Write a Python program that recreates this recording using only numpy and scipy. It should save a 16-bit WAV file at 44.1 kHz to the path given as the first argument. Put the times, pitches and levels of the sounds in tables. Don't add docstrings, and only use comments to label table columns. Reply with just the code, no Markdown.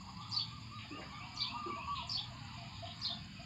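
import sys
import numpy as np
from scipy import signal
from scipy.fft import rfft, irfft, next_fast_len
from scipy.io import wavfile
from scipy.ndimage import uniform_filter1d

SR = 44100
rng = np.random.default_rng(int(sys.argv[2]) if len(sys.argv) > 2 else 0)


def digitize_waveform(pressure):
    field = np.atleast_2d(pressure).T
    bounded = np.clip(field, -1, 1)
    quanta = np.round(bounded * 32767).astype(np.int16)
    wavfile.write(sys.argv[1], SR, quanta)


def decibels_to_gain(level_db):
    exponent = np.asarray(level_db, float) / 20
    return 10 ** exponent


N = 152145
TIME_S = np.arange(N) / SR


def walk(rate_hz):
    hold = int(SR / rate_hz)
    steps = np.repeat(rng.standard_normal(N // hold + 1), hold)
    return 1.3 * uniform_filter1d(uniform_filter1d(steps, hold), hold)[:N]


def set_level(x, db):
    return x * decibels_to_gain(db) / np.sqrt(np.mean(x ** 2))


def noise_band(hz, width_hz):
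    f = np.fft.rfftfreq(next_fast_len(N), 1 / SR)
    re, im = rng.standard_normal((2, len(f)))
    bell = np.exp(-np.abs((f - hz) / width_hz) ** 2)
    return set_level(irfft((re + 1j * im) * bell)[:N], 0)


SHAKE, WOBBLE, HOARSE = walk(500), walk(300), walk(5000)
TRILL_PER_S = 225
TRILL = 2 * np.pi * np.cumsum(TRILL_PER_S * (1 + .2 * walk(100))) / SR


def even_glide(from_hz, to_hz):
    return lambda u: from_hz + (to_hz - from_hz) * u


def add_note(out, start_s, length_s, glide, db, edge=0.84, rasp=0., over_db=(), wobble_hz=0., trill=0.):
    trill_hz, trill_depth, trill_fade, hoarse_db = 290, .6, .5, -21.5
    i = int(max(start_s, 0) * SR)
    u = np.arange(min(int(length_s * SR), N - i)) / (length_s * SR)
    part = slice(i, i + len(u))
    beat = trill * (1 - trill_fade * u)
    pitch_hz = glide(u) + wobble_hz * WOBBLE[part] + trill_hz * beat * np.sin(TRILL[part])
    phase = 2 * np.pi * np.cumsum(pitch_hz) / SR
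    shake = 1 + rasp * SHAKE[part] + trill_depth * beat * np.cos(TRILL[part])
    shake = shake + trill * decibels_to_gain(hoarse_db) * HOARSE[part]
    tone = np.sin(phase)
    for k, overtone_db in enumerate(over_db):
        tone = tone + decibels_to_gain(overtone_db) * np.sin((k + 2) * phase)
    fade = np.sin(np.pi / 2 * np.clip(np.minimum(u, 1 - u) / edge, 0, 1))
    out[part] += np.sqrt(2) * decibels_to_gain(db) * fade * shake * tone


def sing(notes, rasp, edge, wobble_hz):
    out = np.zeros(N)
    for start_s, length_s, from_hz, to_hz, db in notes:
        add_note(out, start_s, length_s, even_glide(from_hz, to_hz), db, edge, rasp, wobble_hz=wobble_hz)
    return out


def trees(x, wet_db, t60_s=.3):
    gap_s = 0.0045
    t = np.arange(SR // 2) / SR
    tail = rng.standard_normal(SR // 2) * decibels_to_gain(-60 * t / t60_s) * (t > gap_s)
    return x + signal.fftconvolve(x, tail * decibels_to_gain(wet_db) / np.sqrt(np.sum(tail ** 2)))[:N]


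# start_s, lead_in_level_db
CHIRP_CALLS = [(0.315, -51.5), (1.364, -54.5), (2.093, -55), (3.012, -57.5)]
# start_s, length_s, from_hz, to_hz, level_db
CHIRP_FLICKS = [
    [(.313, 0.018, 4580, 4680, -42), (.328, .012, 4630, 5080, -36.5), (.343, 0.0082, 4860, 5040, -34),
     (.348, 0.0094, 3930, 4110, -41.5), (.3625, 0.019, 4595, 4566, -32), (.388, 0.037, 2916, 3573, -46)],
    [(1.364, .012, 4380, 5000, -52), (1.374, 0.008, 4540, 4600, -39), (1.387, 0.029, 4970, 4640, -41.5),
     (1.401, 0.025, 3546, 4100, -42), (1.414, 0.018, 4470, 4560, -34.5), (1.437, 0.0414, 3060, 3590, -45.5)],
    [(2.094, 0.022, 4620, 5000, -36.5), (2.11, 0.017, 5000, 5310, -34), (2.131, .016, 3840, 4520, -41.5),
     (2.144, 0.024, 4854, 4510, -35.5), (2.169, 0.041, 3155, 3630, -47.5)],
    [(3.015, 0.016, 4380, 4710, -44.5), (3.028, 0.021, 5040, 4980, -35), (3.047, .029, 3790, 4650, -39),
     (3.082, 0.013, 3060, 3400, -48), (3.098, 0.023, 3445, 3694, -42)],
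]
# seconds_before_start, length_s, from_hz, to_hz, level_db (against lead_in_level_db)
LEAD_IN = [
    (.024, .015, 7600, 6900, -5),
    (.012, .012, 6800, 6200, -4),
    (.006, .018, 5350, 5800, 1),
]
# pitch_hz, width_hz, boost_db
BEAK = [(4560, 75, 1), (3500, 20, 7.5), (4990, 180, -9.5)]


def chirper():
    full_trill_hz, least_trill = 600, .5
    total = 0
    for (call_s, lead_db), flicks in zip(CHIRP_CALLS, CHIRP_FLICKS):
        call = np.zeros(N)
        for early_s, length_s, from_hz, to_hz, db in LEAD_IN:
            add_note(call, call_s - early_s, length_s, even_glide(from_hz, to_hz), lead_db + db,
                     rasp=.6, wobble_hz=200, trill=1)
        for start_s, length_s, from_hz, to_hz, db in flicks:
            trill = np.clip(abs(to_hz - from_hz) / full_trill_hz, least_trill, 1)
            add_note(call, start_s, length_s, lambda u: to_hz + (from_hz - to_hz) * np.exp(-2.5 * u), db,
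                     edge=.2, rasp=.6 * trill, over_db=(-49, -48), wobble_hz=170 * trill, trill=trill)
        total = total + trees(call, -.4, t60_s=0.26)
    f = np.fft.rfftfreq(N, 1 / SR)
    beak_db = sum(db / (1 + ((f - hz) / width) ** 2) for hz, width, db in BEAK)
    return irfft(rfft(total) * decibels_to_gain(beak_db), N)


# start_s, length_s, from_hz, to_hz, level_db
NEAR_DOVE = [(1.515, .04, 1060, 1170, -54), (1.538, .035, 950, 955, -45), (1.553, .13, 1212, 1195, -43),
             (1.675, .085, 1185, 1120, -46), (1.778, .035, 950, 950, -49), (1.77, .045, 1190, 1060, -50),
             (1.82, .04, 1110, 1110, -46), (1.872, .03, 950, 960, -48), (1.874, .072, 1135, 1145, -43),
             (1.946, .055, 1130, 1010, -45), (1.99, .04, 980, 945, -49)]


def near_dove():
    return trees(sing(NEAR_DOVE, rasp=0.06, edge=0.078, wobble_hz=9.9), -6.5)


# start_s, length_s, top_hz, level_db
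PIPER = [(.005, 0.02, 1126, -54.5), (0.082, 0.029, 1120, -53.5), (0.188, 0.061, 1202, -53),
         (0.328, 0.078, 1242, -54), (0.504, 0.097, 1220, -55.5), (0.707, 0.1, 1232, -54),
         (0.899, 0.12, 1227, -56), (1.096, 0.16, 1210, -54), (1.32, 0.13, 1234, -58)]


def piper():
    arch = .17
    out = np.zeros(N)
    for start_s, length_s, top_hz, db in PIPER:
        add_note(out, start_s, length_s, lambda u: top_hz * (1 - arch * (2 * u - 1) ** 2), db, edge=.2, rasp=.1)
    return trees(out, -8)


# start_s, length_s, from_hz, to_hz, level_db
WHISTLER = [(.75, 0.058, 3850, 3920, -59), (.81, 0.1, 3810, 3500, -66), (.91, 0.032, 2520, 2773, -54.5),
            (.95, 0.05, 2765, 2837, -55.5), (1.12, 0.13, 2190, 2360, -58.5), (1.2, 0.06, 2447, 2900, -56),
            (1.39, 0.047, 2335, 2330, -52.5), (1.47, 0.05, 2397, 2770, -52),
            (1.53, 0.082, 2786, 2710, -59.5), (1.7, 0.043, 2310, 2254, -54.5),
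            (1.755, 0.1, 2400, 2720, -53.5), (1.88, 0.074, 2890, 3430, -60),
            (1.97, 0.033, 2540, 2590, -55.5), (2.74, 0.069, 3670, 3780, -65), (2.9, 0.026, 3790, 3810, -53),
            (3.36, 0.031, 2530, 2560, -58)]


def whistler():
    return trees(sing(WHISTLER, rasp=.2, edge=.2, wobble_hz=35), -2.3)


# start_s, length_s, from_hz, to_hz, level_db
FAR_DOVE = [(.59, 0.026, 710, 710, -74), (.845, 0.013, 714, 710, -60), (1.2, 0.089, 694, 781, -62),
            (1.3, 0.083, 780, 673, -66.5), (1.485, 0.11, 695.5, 725.6, -62.5),
            (1.76, 0.034, 617, 713, -55.5), (2.02, 0.054, 680, 714, -58.5), (2.15, 0.045, 755, 772, -57.5),
            (2.3, 0.03, 720, 644, -59), (2.57, 0.073, 709, 686, -58), (2.823, 0.036, 633, 739, -48),
            (3.095, 0.045, 680, 721, -54), (3.39, 0.038, 665, 735, -57)]


def far_dove():
    return trees(sing(FAR_DOVE, rasp=.15, edge=.22, wobble_hz=10), -0.15)


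# start_s, length_s, centre_hz, width_hz, level_db
SCOLDS = [
    (0.203, 0.06, 3450, 890, -57.5),
    (0.782, 0.077, 2770, 1800, -52.5),
    (0.943, 0.066, 407, 261, -59),
    (0.972, 0.068, 620, 700, -53.5),
    (1.009, 0.019, 2050, 1100, -48),
    (1.951, 0.034, 4030, 1010, -47.5),
    (1.948, .09, 3200, 1500, -47.5),
    (2.848, 0.082, 3250, 1220, -53),
]


def scolds():
    scratch = decibels_to_gain(2.5 * walk(200))
    out = 0
    for start_s, length_s, hz, width_hz, db in SCOLDS:
        end_s = start_s + length_s
        burst = np.interp(TIME_S, [start_s, start_s + 0.0085, end_s, end_s + 0.022], [0.037, 0.86, 0.46, 0.026])
        out = out + decibels_to_gain(db) * burst * noise_band(hz, width_hz / 2)
    return trees(scratch * out, -1.3)


# start_s, length_s, pitch_hz, level_db
FROG = [
    (.906, .055, 295, -47),
    (.97, .06, 340, -57),
    (1.659, .027, 350, -44),
    (1.688, .02, 360, -47),
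    (1.716, .03, 340, -55),
    (1.668, .02, 470, -54),
]


def frog():
    out = np.zeros(N)
    for start_s, length_s, hz, db in FROG:
        add_note(out, start_s, length_s, lambda u: hz * (1 + 0.07 * walk(66)[:len(u)]), db,
                 edge=.2, rasp=.3, over_db=(-24,))
    return trees(out, -7)


def chatter(low_hz, high_hz, count):
    out = np.zeros(N)
    for when, length, pitch, slide, faint in rng.random((count, 5)):
        hz = low_hz * (high_hz / low_hz) ** pitch
        add_note(out, when * (N - 1) / SR, 0.02034 + 0.0347 * length,
                 lambda u: hz * (1 + 0.265 * (slide - .5) * u), -6 * faint, edge=.3, rasp=.3, wobble_hz=hz / 40)
    return out


# time_s, low_voices_db, high_voices_db
CROWD = [(0, -63, -90), (.4, -64.5, -68), (.8, -68, -78.5), (1.2, -62.5, -68), (1.601, -63, -69.5),
         (2, -61.5, -71), (2.5, -65.5, -70.5), (3.102, -69, -71), (3.45, -94, -70.5)]


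def crowd():
    time_s, low, high = np.array(CROWD).T
    low_db, high_db = np.interp(TIME_S, time_s, low), np.interp(TIME_S, time_s, high)
    voices = decibels_to_gain(low_db) * chatter(780.5, 1280.0, count=170) + decibels_to_gain(high_db) * chatter(2250, 4500, count=450)
    return trees(voices, 5, t60_s=.4)


# pitch_hz, width_hz, throbs_per_s, throb_db, level_db
INSECTS = [
    (4760, 330, 21, 1.1, -62),
    (6980, 480, 10.1, 2.3, -72.5),
    (8700, 500, 10.1, 2.5, -97),
    (10600, 750, 10.1, 1, -94),
]


def insects():
    out = 0
    for hz, width_hz, rate, throb_db, db in INSECTS:
        throb = np.sin(2 * np.pi * np.cumsum(rate * (1 + 0.071 * walk(3.6))) / SR)
        beat_db = throb_db * throb + 1.5 * walk(160)
        choir = 0
        for side in (-1, 1):
            drift = decibels_to_gain(1 * walk(4.97))
            choir = choir + drift * noise_band(hz + side * width_hz / 2, .62 * width_hz)
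        out = out + decibels_to_gain(db - 2 + beat_db) * choir
    return out


# time_s, level_db
ENGINE = [(0, -70), (.35, -54), (.7, -55.5), (.9, -75), (1.3, -58), (1.7, -66.5), (2.2, -56), (3.05, -54),
          (3.3, -71)]


def engine():
    pitch_hz = 114.6 + 5.03 * walk(8)
    tone = np.sin(2 * np.pi * np.cumsum(pitch_hz) / SR)
    return np.sqrt(2) * decibels_to_gain(np.interp(TIME_S, *np.array(ENGINE).T) + 2 * walk(8.9)) * tone


def wash(shape, swell_db, flicker_db):
    hz, db = np.array(shape, float).T
    centres = np.geomspace(max(hz[0], 25), hz[-1], num=26)
    width = centres[1] / centres[0] - 1
    swell = walk(0.79)
    out = 0
    for c in centres:
        band_db = np.interp(np.log(c), np.log(hz), db) + swell_db * swell + flicker_db * walk(5.05)
        out = out + decibels_to_gain(band_db) * np.sqrt(c) * noise_band(c, 0.47 * width * c)
    return out


# pitch_hz, level_db (per Hz)
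RUMBLE = [(18, -65.5), (30, -38.5), (50, -12), (113, -4.5), (190, -9), (231, -9.5), (420, -37),
          (550, -53.5), (920, -120)]


def rumble():
    return set_level(wash(RUMBLE, 0.75, 2.5), -52.5)


# pitch_hz, level_db (per Hz)
AIR = [(330, -7.5), (430, -17.5), (720, -9), (900, -7.5), (1230, 1), (1450, -6.5), (2800, 0), (4600, -10.5)]


def air():
    return set_level(wash(AIR, 0.67, 4.2), -59.5)


# pitch_hz, level_db (per Hz)
HISS = [(5000, -10), (6000, -9), (7500, -16.5), (8300, -15), (9500, -20)]


def hiss():
    return set_level(wash(HISS, .3, 0.86), -83)


def scene():
    near = chirper() + near_dove()
    far = piper() + whistler() + far_dove() + scolds() + frog() + crowd()
    background = insects() + engine() + rumble() + air() + hiss()
    return (near + far + background)[None]


def low_pass(x):
    return signal.sosfilt(signal.butter(12, 15500, fs=SR, output="sos"), x)


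def record(dry):
    heard = dry + decibels_to_gain(-84.5) * rng.standard_normal(N)
    return low_pass(heard)


dry = scene()
out = record(dry)
digitize_waveform(out)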